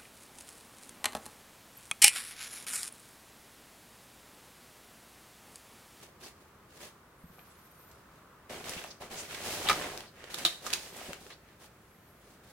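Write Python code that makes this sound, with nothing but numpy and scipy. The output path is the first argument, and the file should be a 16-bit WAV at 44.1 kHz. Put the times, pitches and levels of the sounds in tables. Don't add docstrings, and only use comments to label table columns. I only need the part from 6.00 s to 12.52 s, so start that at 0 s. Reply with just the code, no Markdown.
import sys
import numpy as np
from scipy import signal
from scipy.fft import rfft, irfft
from scipy.io import wavfile
from scipy.ndimage import uniform_filter1d

SR = 44100
rng = np.random.default_rng(int(sys.argv[2]) if len(sys.argv) > 2 else 0)


def transcribe(signal):
    frames = np.atleast_2d(signal).T
    limited = np.clip(frames, -1, 1)
    pcm = np.round(limited * 32767).astype(np.int16)
    wavfile.write(sys.argv[1], SR, pcm)


N = 287528
T = np.arange(N) / SR
EVENT_T = T[:SR // 4]

# t/s, attack/s, hold/s, release/s, then level/dB before trim of mat, crinkle, weave
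PACK_STROKES = [(2.492, .008, 0.027, 0.26, -46.5, -49.5, -51), (2.642, .02, 0.064, 0.26, -47.5, -48, -47.5),
                (2.998, 0.014, 0.013, .1, -48.5, -52.5, -53.5),
                (3.095, 0.021, 0.017, 0.14, -47, -51, -48.5),
                (3.14, 0.048, 0.018, 0.16, -50.5, -49.5, -48.5),
                (3.275, 0.036, 0.076, 0.088, -50, -48, -49), (3.38, 0.095, 0.066, 0.22, -42.5, -44, -41),
                (3.585, 0.063, 0.11, 0.36, -40, -42, -44.5), (4.12, .08, 0.1, 0.066, -59, -56, -65),
                (4.295, 0.0075, 0.054, 0.066, -52.5, -52, -51), (4.36, 0.018, 0.03, 0.23, -49, -48.5, -47),
                (4.6, 0.059, 0.02, 0.044, -47.5, -50.5, -47.5), (4.69, 0.039, .01, 0.1, -46.5, -44, -46),
                (4.77, 0.062, .02, 0.12, -55, -55.5, -50.5), (4.9, 0.057, 0.14, 0.15, -51.5, -52.5, -52.5),
                (5.19, 0.02, 0.054, 0.12, -58.5, -74, -58.5),
                (5.29, 0.017, 0.013, 0.038, -57.5, -53.5, -63), (5.41, 0.074, 0.03, 0.067, -74, -65, -81)]
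# t/s, attack/s, hold/s, release/s, level/dB before trim
BRUSH_STROKES = [(0.0, 0.0017, 0.011, 0.11, -60.5), (0.195, 0.043, 0.029, 0.063, -56),
                 (0.34, 0.055, .04, 0.084, -74), (0.68, 0.083, 0.06, 0.065, -62),
                 (0.785, 0.057, 0.0089, 0.074, -55.5), (1.25, .1, 0.62, 0.11, -75),
                 (2.08, .05, .05, 0.09, -77), (5.59, .015, 0.041, 0.048, -62),
                 (6.2, 0.025, 0.11, 0.086, -72), (6.43, 0.0074, 0.035, .2, -70)]
# f/Hz, relative level/dB
MAT_SPECTRUM = [(25, -13), (55, -6), (115, -6.5), (170, -6.5), (260, -4), (400, 0), (520, -1.5),
                (720, -1.5), (1050, -8.5), (2000, -22), (5000, -58)]
CRINKLE_SPECTRUM = [(200, -44), (700, -11.5), (1200, -3), (1900, -0.5), (3000, -5.5), (4500, -14.5),
                    (9000, -21.5), (16000, -50)]
WEAVE_SPECTRUM = [(600, -42), (2200, -2), (3700, 0), (5200, -1.5), (7500, -3), (9500, -4), (12500, -8),
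                  (16000, -11.5)]
BRUSH_SPECTRUM = [(40, -15), (350, 12), (700, 7.5), (1200, 3.5), (2000, 4.5), (3500, 2), (7000, -1),
                  (10000, -1.5), (16000, -9.5)]

def fabric():
    mat = friction(MAT_SPECTRUM, slips_per_s=900, scatter_db=1, flutter_db=0.6, flutter_hz=69)
    crinkle = friction(CRINKLE_SPECTRUM, slips_per_s=1500, scatter_db=0, flutter_db=2, flutter_hz=200)
    weave = friction(WEAVE_SPECTRUM, slips_per_s=4400, scatter_db=1.5, flutter_db=0.2, flutter_hz=140)
    brush = friction(BRUSH_SPECTRUM, slips_per_s=9300, scatter_db=3, flutter_db=3, flutter_hz=120)
    mat *= effort(PACK_STROKES, layer=0, trim_db=0.16)
    crinkle *= effort(PACK_STROKES, layer=1, trim_db=1)
    weave *= effort(PACK_STROKES, layer=2, trim_db=1.13)
    brush *= effort(BRUSH_STROKES, layer=0, trim_db=7.5)
    return mat + pan(-0.99) * (crinkle + weave) + pan(-0.74) * brush


def friction(spectrum, slips_per_s, scatter_db, flutter_db, flutter_hz, stir_s=0.00086):
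    slips = rng.random(N) < slips_per_s / SR
    sizes = slips * amp(scatter_db * np.minimum(rng.exponential(size=N), 5))
    power = signal.lfilter([1], [1, -np.exp(-1 / (stir_s * SR))], sizes ** 2)
    stirred = rng.standard_normal((2, N)) * np.sqrt(power + 1e-18)
    rub = spread(colour(stirred, spectrum))
    return unit(rub * amp(flutter_db * walk(flutter_hz)))


def effort(strokes, layer, trim_db):
    power = np.zeros(N)
    for start_s, attack_s, hold_s, release_s, *levels_db in strokes:
        rise = np.clip((T - start_s) / attack_s, 0, 1)
        fall = np.clip(1 - (T - start_s - attack_s - hold_s) / release_s, 0, 1) ** 1.25
        power += (amp(levels_db[layer] + trim_db) * rise * fall) ** 2
    return np.sqrt(power)


# t/s, level/dB before trim, contact f/Hz, scrape decay/s, L-R/dB
SHELL_BLOWS = [(3.6872, -20.5, 3540, 0.0024, 1), (3.6968, -16, 1240, 0.002, 0),
               (3.7005, -24, 2430, 0.0065, -2), (3.7110, -20.5, 1140, 0.0037, -1),
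               (4.6635, -40, 1170, 0.0026, -5)]
# f/Hz, relative level/dB, t60/s
SHELL_RESONANCES = [(810, -23, 0.072), (1223, 0, 0.1), (1293, -2.5, 0.033), (1770, -7, 0.04),
                    (1960, -4, 0.013), (2370, -5, 0.027), (2900, -9, 0.0047), (3330, -2, 0.0077),
                    (3540, -1, 0.015), (3930, 1, 0.014), (4900, -11, 0.023)]

def shell_clacks():
    return struck_plastic(SHELL_BLOWS, SHELL_RESONANCES, crack_db=-3.5, scrape_db=-7, q=1.7, trim_db=-2.5)


# t/s, level/dB before trim, contact f/Hz, scrape decay/s, L-R/dB
BUCKLE_BLOWS = [(4.3418, -36.5, 1934, 0.00199, -2), (4.4498, -18.5, 3420, 0.0023, -5),
                (4.4595, -26.5, 2930, .007, 2), (4.4635, -33, 9000, .002, -3),
                (4.7310, -35, 2400, 0.0026, -6)]
# f/Hz, relative level/dB, t60/s
BUCKLE_RESONANCES = [(346, -7, 0.08), (690, -14.5, 0.067), (1255, -3.5, 0.0073), (2200, -21, 0.0086),
                     (3120, -11.5, 0.02), (3320, -7, 0.012), (3620, -2, 0.019), (3850, -1.5, 0.015),
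                     (4170, -4.5, 0.014), (4600, -12, 0.011), (6000, -33, .015)]

def buckle_snaps():
    return struck_plastic(BUCKLE_BLOWS, BUCKLE_RESONANCES,
                          crack_db=-5, scrape_db=2.5, q=0.29, trim_db=-1.5)


def struck_plastic(blows, modes, crack_db, scrape_db, q, trim_db):
    out, body = np.zeros((2, N)), ring(modes)
    for start_s, db, hz, decay_s, pan_db in blows:
        push = band(contact(decay_s, scrape_db), hz, q)
        tone = blow_level(signal.fftconvolve(push, body)[:, :len(EVENT_T)], 0)
        grit = stereo_noise(len(EVENT_T)) * np.exp(-EVENT_T / (decay_s * 3.5))
        crack = blow_level(band(grit, hz, q=0.93), crack_db)
        add(out, start_s, pan(pan_db) * blow_level(tone + crack, db + trim_db))
    return out


# t/s, length/s, level/dB, start rib rate/Hz, end rib rate/Hz
WEBBING_PULLS = [(0.221, 0.06, -54, 4190, 5570), (2.762, 0.04, -43.5, 2264, 3215),
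                 (2.867, 0.039, -58, 5200, 5350), (2.902, 0.021, -46, 5030, 5400),
                 (3.159, 0.071, -43.5, 6070, 7300), (3.663, 0.027, -34, 2776, 3550),
                 (4.045, 0.065, -60, 4170, 4340), (5.295, 0.059, -54.5, 3000, 4660)]

def webbing(rate_jitter=0.2):
    out = np.zeros((2, N))
    for start_s, length_s, db, start_hz, end_hz in WEBBING_PULLS:
        progress = np.minimum(EVENT_T / length_s, 1)
        rib_hz = start_hz + (end_hz - start_hz) * progress
        uneven = unit(uniform_filter1d(rng.standard_normal((2, len(EVENT_T))), size=12))
        ribs = unit(sine(rib_hz * (1 + rate_jitter * uneven)))
        add(out, start_s, amp(db) * ribs * np.sin(np.pi * progress))
    return out


# t/s, level/dB, f/Hz, scrape decay/s, L-R/dB
FITTING_TICKS = [(1.914, -60, 4500, .004, 0), (2.642, -47.5, 2180, 0.004, -5),
                 (2.695, -39.5, 5030, 0.00091, 1), (2.736, -44, 1990, 0.0016, -2),
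                 (2.84, -45.5, 2400, 0.0014, 2), (3.024, -54.5, 2500, 0.0012, -3),
                 (3.143, -49, 1380, 0.0012, 0), (3.346, -41, 2100, 0.0055, -1),
                 (3.73, -37, 3500, 0.0017, -1), (3.976, -43, 6300, 0.00098, 4),
                 (4.006, -46.5, 2720, 0.0018, -2.5), (4.241, -48, 1874, 0.0025, -1.5),
                 (4.344, -37.5, 4360, 0.0013, -7.5), (4.386, -42, 4000, 0.0065, -6.5),
                 (4.665, -38, 5560, 0.01, -3), (4.7033, -41, 3020, 0.002, -4),
                 (4.73, -33, 3400, 0.0023, -5), (4.7352, -26.5, 4800, 0.0035, -2),
                 (4.966, -48, 8900, 0.015, -2), (5.132, -41, 1760, 0.0018, 2), (5.266, -55, 1400, .002, 3),
                 (5.303, -52.5, 1490, 0.0056, 3)]
# t/s, level/dB, f/Hz
PADDED_KNOCKS = [(1.385, -55, 800), (1.392, -56.5, 2200), (2.844, -43, 810), (3.004, -60, 594),
                 (3.022, -44, 736), (3.031, -50, 1110), (3.14, -56, 1320), (3.671, -39, 826),
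                 (4.037, -56, 1150), (4.240, -50, 485), (4.665, -41, 1220), (5.014, -44.5, 720),
                 (5.086, -51, 387), (5.106, -45, 493), (5.263, -52, 413), (5.644, -59, 800)]

def fittings():
    out = np.zeros((2, N))
    for start_s, db, hz, decay_s, pan_db in FITTING_TICKS:
        tick = band(contact(decay_s, scrape_db=13), hz, q=1.12)
        add(out, start_s, pan(pan_db) * blow_level(tick, db))
    for start_s, db, hz in PADDED_KNOCKS:
        knock = double_band(contact(decay_s=0.0057, scrape_db=3.3), hz, q=1.5)
        add(out, start_s, blow_level(knock, db))
    return out


# t/s, level/dB before trim
FLOOR_BUMPS = [(1.238, -48), (1.251, -63), (1.298, -55), (2.762, -47.5), (3.038, -56), (3.149, -59),
               (3.715, -51), (3.792, -70), (4.454, -51), (5.087, -47), (5.209, -60)]
# f/Hz, relative level/dB, t60/s
FLOOR_RESONANCES = [(61, -2.5, 0.12), (105.6, -7.5, 0.14), (177.3, 2.5, 0.1), (261, -1.5, 0.041)]

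def floor_thuds(trim_db=2.5):
    out, body = np.zeros((2, N)), ring(FLOOR_RESONANCES)
    for start_s, db in FLOOR_BUMPS:
        add(out, start_s, blow_level(body, db + trim_db))
    return out


# t/s, length/s, base level/dB, full-speed thread rate/Hz, waver/share of speed
NYLON_GLIDES = [(1.178, .4, -69, 14140, 0.054), (1.539, .43, -68, 14700, 0.046),
                (4.8, 0.36, -70, 15000, .03), (5.785, 0.5, -76.5, 12900, .03)]
# share of thread rate, relative level/dB
WEAVE_PATCHES = [(0.91, 2), (.915, 2), (0.67, -4)]

def whistles(start_speed=0.63, jitter=0.0197, flicker_db=4.5):
    out = np.zeros((2, N))
    for start_s, length_s, db, thread_hz, waver in NYLON_GLIDES:
        progress = np.clip((T - start_s) / length_s, 0, 1)
        arch = np.sqrt(np.abs(np.sin(np.pi * progress)))
        speed = (start_speed + (1 - start_speed) * arch) * (1 + waver * walk(14))
        for share, patch_db in WEAVE_PATCHES:
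            slip = 0.6 * waver * walk(22) + jitter * rng.standard_normal((2, N))
            tone = sine(thread_hz * share * speed * (1 + slip))
            out += amp(db + patch_db + flicker_db * walk(35)) * arch * tone
    return out


def reflections(x, early_db=-11.5, tail_db=-10.5):
    t = T[:SR // 2]
    echoes = stereo_noise(len(t)) * (t > 0.004)
    early = echoes * np.exp(-t / 0.0088)
    decay = fade(t, t60_s=0.42)
    lows = colour(echoes, [(3500, 18), (9000, -14.5)])
    low_loss = lows * (decay - fade(t, t60_s=0.41))
    tail = (echoes * decay - low_loss) * (t > 0.008)
    response = amp(early_db) * unit_energy(early) + amp(tail_db) * unit_energy(tail)
    return signal.fftconvolve(x, response, axes=1)[:, :N]


# f/Hz, relative level/dB
AIR_SPECTRUM = [(18, -35), (30, -17), (58, -1), (100, -2.5), (170, -2), (260, -7), (400, -6), (800, -11.5),
                (1100, -13), (1400, -12), (2000, -17), (3000, -23.5), (5000, -29), (9000, -30.5)]
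# t/s, relative level/dB
AIR_DRIFT = [(0, -1), (2.4, -1), (5.4, -0.5), (6.5, -1)]
HOLLOW_DRIFT = [(0, -1), (2.4, 4), (5.4, -12), (6.5, -7)]

def room_noise(air_db=-58, hollow_db=-67):
    air = unit(spread(colour(rng.standard_normal((2, N)), AIR_SPECTRUM)))
    hollow = unit(double_band(stereo_noise(N), hz=1140, q=1.9))
    air *= amp(air_db + np.interp(T, *np.transpose(AIR_DRIFT)) + 0.5 * walk(5.4))
    hollow *= amp(hollow_db + np.interp(T, *np.transpose(HOLLOW_DRIFT)))
    return air + hollow


# f/Hz, side minus mid/dB
SIDE_SPECTRUM = [(60, -38), (200, -14.5), (380, -15.5), (700, -7), (1300, -7), (2400, -2.5), (4400, 0),
                 (15000, -2)]

def spread(pair):
    side = colour(pair[1], SIDE_SPECTRUM)
    return np.array([pair[0] + side, pair[0] - side])


def stereo_noise(samples):
    return spread(rng.standard_normal((2, samples)))


def contact(decay_s, scrape_db):
    scrape = stereo_noise(len(EVENT_T)) * np.exp(-EVENT_T / decay_s)
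    push = amp(scrape_db) * unit_energy(scrape)
    push[:, 0] += 1
    return push


def ring(modes):
    return sum((-1) ** k * amp(db) * np.sin(2 * np.pi * hz * EVENT_T) * fade(EVENT_T, t60_s)
               for k, (hz, db, t60_s) in enumerate(modes))[None]


def fade(t, t60_s):
    return np.exp(-np.log(1000) * t / t60_s)


def sine(hz):
    return np.sin(2 * np.pi * np.cumsum(hz, axis=1) / SR)


def walk(rate_hz):
    knots = rng.standard_normal(N // 16)
    return np.interp(T * rate_hz, np.arange(len(knots)), knots)


def colour(x, points):
    hz, db = np.transpose(points)
    size = x.shape[-1]
    bins_hz = np.maximum(np.fft.rfftfreq(size, 1 / SR), 1)
    gain = amp(np.interp(np.log(bins_hz), np.log(hz), db))
    return irfft(rfft(x) * gain, size)


def band(x, hz, q):
    w = 2 * np.pi * hz / SR
    a = np.sin(w) / (2 * q)
    return signal.lfilter([a, 0, -a], [1 + a, -2 * np.cos(w), 1 - a], x)


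def double_band(x, hz, q):
    return band(band(x, hz, q), hz, q)


def amp(db):
    return 10 ** (np.asarray(db) / 20)


def pan(db):
    return amp(np.array([[db], [-db]]) / 2)


def unit(x):
    return x / np.sqrt(np.mean(x ** 2))


def unit_energy(x):
    return x / np.sqrt(np.mean(np.sum(x ** 2, axis=-1)))


def blow_level(x, db):
    return unit_energy(x) * amp(db) * np.sqrt(SR / 100)


def add(out, start_s, sound):
    start = int(start_s * SR)
    out[:, start:start + sound.shape[-1]] += sound[..., :N - start]


def scene():
    pack = fabric() + whistles() + webbing() + fittings() + floor_thuds()
    shell = shell_clacks()
    buckle = buckle_snaps()
    room_send = pack + amp(-4) * shell + amp(0.5) * buckle
    return pack + shell + buckle + reflections(room_send) + room_noise()


def record(dry):
    hiss_db, cutoff_hz = -73.5, 15950
    hiss = amp(hiss_db) * rng.standard_normal((2, N))
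    lowpass = signal.ellip(10, 0.2, 70, cutoff_hz, fs=SR, output="sos")
    return signal.sosfilt(lowpass, dry + hiss)


dry = scene()
out = record(dry)
transcribe(out)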